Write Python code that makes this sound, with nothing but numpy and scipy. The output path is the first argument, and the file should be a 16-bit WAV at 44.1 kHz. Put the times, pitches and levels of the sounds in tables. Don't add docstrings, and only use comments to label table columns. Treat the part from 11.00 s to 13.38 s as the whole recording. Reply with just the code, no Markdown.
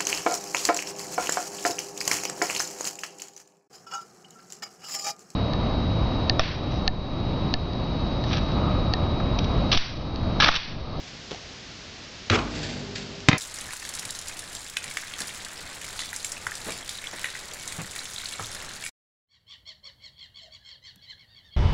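import sys
import numpy as np
from scipy import signal
from scipy.fft import rfft, irfft
from scipy.io import wavfile
from scipy.ndimage import uniform_filter1d

SR = 44100
rng = np.random.default_rng(int(sys.argv[2]) if len(sys.argv) > 2 else 0)


def magnitude_from_level(level_db):
    exponent = np.asarray(level_db, float) / 20
    return 10 ** exponent


def dump_mix(stems):
    frames = np.atleast_2d(stems).T
    limited = np.clip(frames, -1, 1)
    pcm = np.round(limited * 32767).astype(np.int16)
    wavfile.write(sys.argv[1], SR, pcm)


N = 104781
T = np.arange(N) / SR

# freq_hz, density_db
AIR_SPECTRUM = [(15, -48), (28, -2), (140, -2.5), (400, -8), (1000, -14.5), (2500, -11.5), (5010, -11.5),
                (7060, -20.5), (8800, -44), (11400, -85)]
# freq_hz, gain_db
TREBLE_LOSS = [(6000, -1), (7500, -11.5), (8800, -31.5), (11000, -54.5)]
# start_s, level_db, rise_s, fall_t60_s
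BRUSHES = [(1.499, -42.5, 0.016, 1), (1.546, -36, 0.0072, 0.47), (1.572, -45, .006, 0.71),
           (1.606, -39.5, 0.0091, 0.62), (1.628, -35, 0.0026, 0.29), (1.687, -37.5, 0.0038, 0.35),
           (1.72, -44.5, 0.0046, 0.55), (1.79, -46.5, 0.0047, 0.97), (1.951, -34.5, 0.005, 0.36),
           (2.0, -46.5, 0.018, 1), (0.073, -42.5, 0.0039, 0.12)]
# freq_hz, density_db
CORD_SPECTRUM = [(800, -27), (1600, -3), (2800, -4), (3600, -2.5), (4600, -7), (5800, -9), (7400, -11),
                 (8800, -34), (11400, -78.5)]
# freq_hz, width_hz, level_db
CORD_MODES = [(2780, 200, 2), (4580, 980, 2), (7220, 700, -6)]
# start_s, level_db, thud_hz, grit_db
SOLES = [
    (0.3101, -28.5, 500, -4.5),
    (0.3155, -26.5, 460, -6),
    (.329, -28.5, 340, -10),
    (0.3392, -45, 400, 2),
    (.346, -29, 750, -8),
    (.361, -41, 615, 1),
]
# freq_hz, level_db, t60_s, start_s
BOARD_MODES = [(99.8, -15.5, 0.21, 1.304), (239.2, -26, .8, 1.303), (422, -21, 0.096, 1.345),
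               (345, -20, 0.045, 1.303), (555, -23, 0.043, 1.303), (335, -34.5, 0.65, 1.32),
               (48.43, -33.5, 2.2, 1.31), (102, -39.5, 3.8, 1.2), (147.5, -36.5, 1.95, 1.55),
               (197, -37.5, 1.74, 1.7), (242.5, -38.5, 2.43, 1.65), (300.5, -40, 1.63, 1.45),
               (399.5, -41.5, 3.44, 1.74), (652, -45, 3.7, 1.3)]
# freq_hz, density_db
SHUDDER_SPECTRUM = [(18, -39.5), (35, -13.5), (92, 0), (180, -4), (300, -5), (420, -7), (735, -12),
                    (3000, -35.5), (6600, -85.5)]
# start_s, level_db, contact_s, tilt_db_per_octave
KNOCKS = [
    (1.298, -16, 0.0045, 1),
    (1.308, -28, 0.017, -1),
    (1.387, -24.5, 0.0041, -2.5),
    (1.409, -48, 0.015, -10),
    (1.472, -35.5, 0.0062, -10),
    (1.537, -35.5, 0.007, -15),
]
# freq_hz, width_hz, level_db
HOOP_MODES = [(1510, 430, 1.5), (2080, 200, -4), (2500, 230, 1.5), (3500, 170, -15), (3840, 300, -7),
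              (4700, 400, -10), (6400, 460, -22)]
# freq_hz, width_hz, level_db
BRACKET_MODES = [(1265, 190, -5.5), (1740, 25, -7.5), (2130, 31, -9), (2490, 160, -3), (3320, 71, -8),
                 (3740, 9, -10.5), (3920, 78, -31), (4100, 32, -14.5), (5000, 89, -31), (5180, 52, -7.5)]
# freq_hz, density_db
CLATTER_SPECTRUM = [(180, -51), (300, -23), (421, 2.5), (878, -6), (1320, -4.5), (2430, 0), (6920, -15),
                    (8800, -36), (11400, -60), (19400, -120)]
# freq_hz, density_db
SETTLE_SPECTRUM = [(400, -15), (750, 7), (1200, 8), (2000, -14), (4000, -7), (8000, -19), (9500, -63)]
# freq_hz, level_db, t60_s
BALL_MODES = [(139, -2.5, 0.17), (262, -6, 0.14), (502, -25, 0.075), (625, -19, .05), (786, -17.5, 0.062),
              (1042, -12, 0.05), (1274, -1.5, 0.017), (1800, -9, 0.02), (2070, 1, 0.015), (2404, 2, 0.01),
              (3060, -5, 0.021), (3590, 0, 0.01), (5410, -14.5, 0.029), (6670, -11, 0.012)]
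# delay_s, level_db, lowest_hz, highest_hz
ECHOES = [
    (0.0286, -12, 514, 3300),
    (0.0445, -11.5, 50, 3800),
    (0.059, -21.5, 200, 2500),
]


def evened(x):
    return x / np.sqrt(np.mean(x ** 2) + 1e-20)


def noise():
    return rng.standard_normal(N)


def colour(x, points):
    hz = np.fft.rfftfreq(len(x), 1 / SR)
    f, db = np.transpose(points)
    gain = magnitude_from_level(np.interp(np.log(hz + 1), np.log(f + 1), db))
    return irfft(rfft(x) * gain, len(x))


def band(x, lo_hz, hi_hz, order=2):
    corners = [max(lo_hz, 10), min(hi_hz, 15000)]
    return signal.sosfilt(signal.butter(order, corners, "band", fs=SR, output="sos"), x)


def resonate(x, hz, width_hz):
    r = np.exp(-np.pi * width_hz / SR)
    return 2 * signal.lfilter([1 - r], [1, -r * np.exp(2j * np.pi * hz / SR)], x).real


def body(x, modes, tilt_db=0):
    out = np.zeros(len(x))
    for k, (hz, width_hz, db) in enumerate(modes):
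        gain = magnitude_from_level(db + tilt_db * np.log2(hz / 1500))
        out += (-1) ** k * gain * resonate(x, hz, max(width_hz, 45))
    return out


def fade(start_s, rise_s, t60_s):
    u = np.maximum(T - start_s, 0)
    return np.minimum(u / rise_s, 1) * magnitude_from_level(-60 * np.maximum(u - rise_s, 0) / t60_s)


def clicks(per_s, spread_db):
    size = magnitude_from_level(spread_db * np.minimum(rng.exponential(1, N), 4))
    return evened(noise() * size * (rng.random(N) < per_s / SR))


def air():
    return magnitude_from_level(-42) * evened(colour(noise(), AIR_SPECTRUM))


def net():
    rub = clicks(per_s=1300, spread_db=2.5) + 1.45 * noise()
    loops = evened(body(body(rub, CORD_MODES), CORD_MODES))
    scrape = evened(colour(rub, CORD_SPECTRUM)) + magnitude_from_level(-10.5) * loops
    fray = magnitude_from_level(-43) * evened(colour(band(rub[::-1], 6800, 8600), TREBLE_LOSS))
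    flutter = magnitude_from_level(1.13 * evened(uniform_filter1d(noise(), size=300)))

    def strokes(t60_scale):
        return np.sqrt(sum((magnitude_from_level(db) * fade(s, rise_s, t60_s * t60_scale)) ** 2
                           for s, db, rise_s, t60_s in BRUSHES))

    knot = evened(colour(band(noise(), 2900, 7500), TREBLE_LOSS))
    tick = magnitude_from_level(-28.5) * fade(2.2045, 0.00017, 0.0032) * knot
    return tick + flutter * (scrape * strokes(1) + fray * strokes(0.4))


def soles():
    landing_s = SOLES[0][0]
    grit = evened(band(noise(), 1500, 4900, order=1))
    scuff = magnitude_from_level(-34.5) * fade(landing_s, 0.0025, 0.13) * evened(band(noise(), 107, 830))
    drag = magnitude_from_level(-43) * fade(landing_s, 0.0022, 0.3) * colour(grit[::-1], TREBLE_LOSS)
    steps = np.zeros(N)
    for s, db, hz, grit_db in SOLES:
        thud = np.cos(2 * np.pi * hz * (T - s))
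        scrape = magnitude_from_level(grit_db + 7.5) * grit * fade(s, 0.0001, 0.02)
        steps += magnitude_from_level(db) * fade(s, 0.00061, 0.02) * (thud + scrape)
    return scuff + drag + colour(steps, TREBLE_LOSS)


def yard(x):
    half_s = SR // 2
    tail = rng.standard_normal(half_s) * fade(0.0098, 0.023, 0.34)[:half_s]
    scattered = signal.fftconvolve(x, tail / np.linalg.norm(tail))[:N]
    return magnitude_from_level(-10.5) * band(scattered, 300, 3500, order=1)


def board():
    out = np.zeros(N)
    for hz, db, t60_s, s in BOARD_MODES:
        drift = uniform_filter1d(uniform_filter1d(noise(), size=1500), size=1500)
        waver = 1 + 0.15 * evened(drift)
        rise_s = 0.004 * (1 + 3 * t60_s ** 2)
        out += magnitude_from_level(db) * fade(s, rise_s, t60_s) * waver * np.sin(2 * np.pi * hz * (T - s))
    sway = magnitude_from_level(-14) * fade(1.52, 0.075, 5.2)
    shape = fade(1.304, 0.031, 0.77) + sway
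    return out + magnitude_from_level(-25) * shape * evened(colour(noise(), SHUDDER_SPECTRUM))


def hoop():
    strikes, force = np.zeros(N), noise()
    scale = 1 / np.std(body(force, HOOP_MODES))
    crack = evened(band(noise(), 600, 4100, order=1))
    for s, db, contact_s, tilt_db in KNOCKS:
        release = magnitude_from_level(-40 * np.maximum(T - s - contact_s, 0) / 0.0095)
        touch = np.clip((T - s) / 0.0018, 0, 1) * release
        ring = scale * body(force * touch, HOOP_MODES, tilt_db)
        strikes += magnitude_from_level(db) * (ring + magnitude_from_level(-4.5 + 2 * tilt_db) * touch * crack)

    rattle_s, rise_s, fall_s = 1.35, 0.035, 0.016
    swell = np.exp(-((T - rattle_s) / np.where(T < rattle_s, rise_s, fall_s)) ** 4)
    taps = clicks(per_s=4000, spread_db=1.5) + 0.7 * force
    chatter = body(taps * swell, BRACKET_MODES) / np.std(body(taps, BRACKET_MODES))
    clatter = magnitude_from_level(-0.5) * swell * evened(colour(taps, CLATTER_SPECTRUM))
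    settle = magnitude_from_level(-8.5) * fade(1.34, 0.042, 0.42) * evened(colour(taps[::-1], SETTLE_SPECTRUM))
    return colour(strikes, TREBLE_LOSS) + magnitude_from_level(-24) * (chatter + clatter + settle)


def bounce():
    bounce_s, contact_s, lift_t60_s = 2.2857, 0.011, 0.0089
    u = T - bounce_s
    touching = magnitude_from_level(-60 * np.maximum(u - contact_s, 0) / lift_t60_s)
    hit = np.zeros(N)
    for hz, db, t60_s in BALL_MODES:
        if hz >= 1200:
            t60_s = min(t60_s, 0.022)
        squashed = hz < 300
        turn = 0.082 if squashed else -1 / 4
        shape = fade(bounce_s, 0.00025, t60_s) * (touching if squashed else 1)
        hit += magnitude_from_level(db) * shape * np.cos(2 * np.pi * (hz * u + turn))
    slap = evened(band(noise(), 720, 3300, order=1))
    hit += magnitude_from_level(-8.5) * fade(bounce_s, 0.0004, 0.055) * slap
    back = np.zeros(N)
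    for delay_s, db, lo_hz, hi_hz in ECHOES:
        back += magnitude_from_level(db) * band(np.interp(T - delay_s, T, hit), lo_hz, hi_hz)
    return magnitude_from_level(-2) * colour(hit + back, TREBLE_LOSS)


def scene():
    hits = soles() + hoop() + bounce()
    return (hits + yard(hits) + air() + board() + net())[None]


def band_limit(x):
    return signal.sosfilt(signal.butter(12, 8980, fs=SR, output="sos"), x)


def record(dry):
    dry = signal.sosfilt(signal.butter(1, 25, "high", fs=SR, output="sos"), dry)
    ceiling, edge_hz = 0.74, 8800
    held = dry / (1 + (dry / ceiling) ** 6) ** (1 / 6)
    lowpass = signal.firwin(301, edge_hz, window=("kaiser", 9), fs=SR)
    limited = signal.oaconvolve(held, lowpass[None], "same")
    return band_limit(limited)


dry = scene()
out = record(dry)
dump_mix(out)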